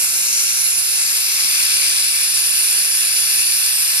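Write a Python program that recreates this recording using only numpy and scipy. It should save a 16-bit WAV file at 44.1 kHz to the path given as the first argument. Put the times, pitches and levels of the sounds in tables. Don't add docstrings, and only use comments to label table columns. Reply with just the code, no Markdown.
import sys
import numpy as np
from scipy import signal
from scipy.fft import rfft, irfft, next_fast_len
from scipy.io import wavfile
from scipy.ndimage import uniform_filter1d, map_coordinates

SR = 44100
rng = np.random.default_rng(int(sys.argv[2]) if len(sys.argv) > 2 else 0)


def wrap_up_sound(samples):
    columns = np.atleast_2d(samples).T
    tamed = np.clip(columns, -1, 1)
    steps = np.round(tamed * 32767).astype(np.int16)
    wavfile.write(sys.argv[1], SR, steps)


N = 176400

# pitch_hz, relative_level_db
HISS_SPECTRUM = [(25, -52), (45, -45), (65, -35), (100, -35.5), (160, -30), (280, -24), (400, -27),
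                 (800, -25.5), (1250, -19), (1700, -11), (1950, -13.5), (2300, -7.5), (2750, -4.5),
                 (3050, -9.5), (3400, -9.5), (4000, -8), (4450, -6), (4800, -2), (5150, -2), (5900, -5),
                 (6420, -9.5), (7100, -4.5), (7900, -7.5), (8700, -6), (9600, -0.37), (10500, 0),
                 (11300, -3), (12200, -3), (13000, -15.5), (13500, -33), (14900, -15), (15700, -41)]
# pitch_hz, likeness_0_to_1
MIC_LIKENESS = [(60, .38), (160, .66), (400, .45), (900, .55), (1500, .4), (2600, .76), (3000, .9),
                (3350, .55), (4050, .42), (4600, .75), (5200, .87), (6400, .6), (7000, .79), (8200, .55),
                (10000, .72), (11400, .52), (12400, .55), (15000, .23)]
# pitch_hz, lead_radians
MIC_LEAD = [(0, 0), (1030, 0.74), (1380, 1.31), (1640, 3.35), (2240, 5.4), (2670, 4.4), (2930, 2.84),
            (3300, 2.47), (4570, -1.3), (6200, -2.6), (6550, -2.0), (7580, -2.7), (9560, -7.0),
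            (10400, -7.6), (11800, -12.0), (13500, -12.6), (14000, -12.6), (14700, -14.9), (15000, -13.2),
            (15700, -13.8), (16300, -16.1)]
BAND_PITCHES = [700, 2200, 4800, 7200, 10100, 12200]
# time_s, then one boost_db for each band
BAND_BOOSTS = [(0, 3.5, -2, -2.5, 7, -4.5, -5), (0.12, 1.7, -2.5, -2.5, 4.5, -5, -6),
               (0.22, 1, -1.7, -3.5, 7, -8.5, -4.5), (0.42, 1.7, -1, -0.5, 6, -8, -3),
               (0.62, 0, -3, -3, 3.5, -8, -3.5), (0.92, -1.5, -2, -1.5, 1.5, -6.5, -2),
               (1.03, 1, -0.5, 0.5, 2, -3.5, -5), (1.2, 1, -1, 0.3, 0.5, -4.5, -6),
               (1.33, 1.7, 1, 2, 0.6, -1.8, -1), (1.55, 0.4, 3, 2, 2, 1, -1),
               (1.8, 1.1, 2.5, 2, 1.7, 1, -3.5), (2.15, -0.2, 1.2, 1.5, -1.3, 0.9, -3),
               (2.55, 0.4, 0.6, 1.5, 0.5, 2.5, -1), (2.9, 0.5, 0.9, -0.1, -0.5, 2, -3),
               (3.2, 0.5, 1, 1.5, -0.5, 3, -2), (3.55, -0.5, -0.2, 1.5, -0.5, 2.1, -0.5),
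               (3.75, 0, 0, 0, -3, 0, -0.5), (4, 0, 2.5, -0.3, -1, -0.8, 0.6)]
# start_s, end_s, delay_s, left_gain, right_gain
BOUNCES = [(-.3, 1, .000731, .17, .04), (-.3, 1.1, .00137, .13, .01), (1.4, 4.4, 0.0017, .01, 0.26),
           (2, 3.7, 0.002, 0.0084, 0.041), (2.102, 4.3, 0.00068, 0.19, .01), (2.1, 4.3, .001118, .14, .01),
           (2.1, 3.1, 0.0011, .01, .13)]
# start_s, end_s, pitch_hz, width_hz, left_boost_db, right_boost_db
JET_RESONANCES = [(0.21, 0.7, 5900, 225, 3.5, 8.5), (-.2, 0.77, 11300, 300, 2, 8.5),
                  (-.2, 0.36, 12400, 200, -5, 10.5), (-.2, 1.2, 8650, 280, 1, 2),
                  (-.2, 1.35, 4350, 260, 2, 1), (-.2, 1.7, 2190, 160, 1, 1.5), (.92, 1.32, 7600, 500, 5, 3),
                  (1.05, 1.3, 9860, 280, 3, 4), (1.05, 1.32, 10750, 400, 8, 5),
                  (1.25, 1.8, 1070, 200, 1.5, 1), (1.46, 2.1, 4460, 200, 3, 2), (1.6, 4.2, 5200, 210, 2, 0),
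                  (1.92, 2.28, 7800, 300, 7, 5), (3.6, 4.2, 8400, 250, 9, 8)]
# time_s, pitch_hz, boost_db
WHISTLE_PATH = [(.1, 10160, 7), (.52, 10040, 10), (.66, 10560, 12.5), (1, 10680, 10), (1.06, 11300, 9),
                (1.16, 11800, 7), (1.25, 12400, 9.5), (1.31, 12450, 3), (1.38, 12470, -1)]
HUM_PITCHES = [522, 785]
# time_s, lower_tone_level_db, higher_tone_level_db
HUM_SWELLS = [(0, -59, -59), (.35, -61.5, -68), (.6, -65, -68), (1.7, -66, -66), (2.4, -77, -78),
              (2.8, -61.5, -56), (3.1, -60, -61), (3.6, -74, -64), (4, -74, -72)]
# pitch_hz, left_minus_right_db
UPRIGHT_BALANCE = [(100, -0.5), (280, -1), (600, -4), (1050, -2), (1600, 10.5), (2100, 1), (2650, 7.5),
                   (3200, -2.5), (3900, 0.5), (4500, 16.5), (5200, 4.5), (5900, 5.5), (6900, -1),
                   (8000, -0.5), (9000, 4), (9700, -9), (10700, -6.5), (11500, 2), (12300, -15),
                   (15000, -2)]
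LEANING_BALANCE = [(100, -1.5), (280, -1), (600, 1.5), (1050, -0.5), (1600, 13.5), (2100, 1.5),
                   (2650, 10.5), (3200, 0.5), (3900, 6.5), (4500, 9), (5200, 5.5), (5900, 1), (6900, 0.5),
                   (8000, 3), (9000, -14), (9700, 1), (10700, -13.5), (11500, 2.5), (12300, -8),
                   (15000, -1)]

HISS_BASE_DB = -16.5
PATCHY_DB, FLUTTER_DB, FLUTTER_PER_S = 0.9, 0.39, 29
SPUTTER_DB, SPUTTER_PER_S = 0.38, 250
BOUNCE_FADE_S, RESONANCE_FADE_S = 0.46, 0.12
DRONE_HZ, DRONE_DB = 159, -70.5
HUM_WAVER_DB, HUM_WAVER_RADIANS = 2, 1.5
LEAN_MIDDLE_S, LEAN_TAKES_S = 1.7, 0.75
PEAK_LIMIT, TOP_HZ = .92, 15700


def gain(db):
    return 10 ** (np.asarray(db) / 20)


def normalise(x):
    return x / np.sqrt(np.mean(x ** 2) + 1e-20)


def at_pitches(table, hz):
    pitches, values = np.transpose(table)
    return np.interp(np.log(hz + 1), np.log(pitches + 1), values)


def at_times(table, t):
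    times, *columns = np.transpose(table)
    return np.array([np.interp(t, times, column) for column in columns])


def wobble(per_s):
    points = rng.standard_normal(int(N * per_s / SR) + 4)
    return map_coordinates(points, [np.arange(N) * per_s / SR])


def fade_in_out(t, start, end, fade_s):
    return np.clip(np.minimum(t - start, end - t) / fade_s, 0, 1)


def bump(hz, pitch_hz, width_hz):
    return np.exp(-.5 * ((hz[:, None] - pitch_hz) / width_hz) ** 2)


def jet_noise():
    size = next_fast_len(N + 8192)
    hz = np.fft.rfftfreq(size, 1 / SR)
    shared, apart = rfft(rng.standard_normal((2, size))) * gain(at_pitches(HISS_SPECTRUM, hz))
    spread = np.arccos(np.clip(at_pitches(MIC_LIKENESS, hz), 0, 1)) / 2
    sides = np.array([[1], [-1]])
    stereo = np.cos(spread) * shared + sides * np.sin(spread) * apart
    lead = np.exp(.5j * sides * np.interp(hz, *np.transpose(MIC_LEAD)))
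    return normalise(irfft(stereo * lead, size)[:, :N])


def bounce_gain(hz, t):
    total = 1
    for start, end, delay_s, left, right in BOUNCES:
        delayed = np.exp(-2j * np.pi * hz * delay_s)
        bounce = np.outer(delayed, fade_in_out(t, start, end, BOUNCE_FADE_S))
        total = total + np.multiply.outer([left, right], bounce)
    return total


def resonance_db(hz, t):
    total = 0
    for start, end, pitch_hz, width_hz, left_db, right_db in JET_RESONANCES:
        shape = bump(hz, pitch_hz, width_hz) * fade_in_out(t, start, end, RESONANCE_FADE_S)
        total = total + np.multiply.outer([left_db, right_db], shape)
    return total


def whistle_db(hz, t):
    pitch_hz, boost_db = at_times(WHISTLE_PATH, t)
    return boost_db * bump(hz, pitch_hz, width_hz=344)


def venting_air():
    hz, t, grid = signal.stft(jet_noise(), SR, nperseg=1024)
    band_shares = np.array([np.interp(hz, BAND_PITCHES, row) for row in np.eye(len(BAND_PITCHES))])
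    drift_db = band_shares.T @ at_times(BAND_BOOSTS, t)
    speckles = rng.standard_normal(grid.shape[1:])
    streaks = uniform_filter1d(speckles, size=12, axis=0)
    patches = normalise(uniform_filter1d(streaks, size=7, axis=1))
    boost_db = drift_db + resonance_db(hz, t) + whistle_db(hz, t) + PATCHY_DB * patches
    shaped = grid * bounce_gain(hz, t) * gain(boost_db) * leaning_gain(hz, t)
    hiss = signal.istft(shaped, SR)[1][:, :N]
    flutter_db = FLUTTER_DB * wobble(FLUTTER_PER_S)
    sputter_db = SPUTTER_DB * wobble(SPUTTER_PER_S)
    return hiss * gain(HISS_BASE_DB + flutter_db + sputter_db)


def hum():
    t = np.arange(N) / SR
    total = 0
    for pitch_hz, level_db in [(DRONE_HZ, DRONE_DB), *zip(HUM_PITCHES, at_times(HUM_SWELLS, t))]:
        height = np.sqrt(2) * gain(level_db + HUM_WAVER_DB * wobble(per_s=2.7))
        phase = 2 * np.pi * pitch_hz * t + HUM_WAVER_RADIANS * wobble(per_s=5.02)
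        total = total + height * np.sin(phase)
    return total


def leaning_gain(hz, t):
    lean = np.clip((t - LEAN_MIDDLE_S) / LEAN_TAKES_S + .5, 0, 1)
    upright_db = np.outer(at_pitches(UPRIGHT_BALANCE, hz), 1 - lean)
    leaning_db = np.outer(at_pitches(LEANING_BALANCE, hz), lean)
    left_over_right = gain(upright_db + leaning_db)
    right = np.sqrt(2 / (1 + left_over_right ** 2))
    return np.array([left_over_right * right, right])


def scene():
    return venting_air() + hum()


def record(dry):
    size = next_fast_len(N + 8192)
    flattened = np.clip(dry, -PEAK_LIMIT, PEAK_LIMIT)
    kept = np.fft.rfftfreq(size, 1 / SR) < TOP_HZ
    return irfft(rfft(flattened, size) * kept, size)[:, :N]


dry = scene()
out = record(dry)
wrap_up_sound(out)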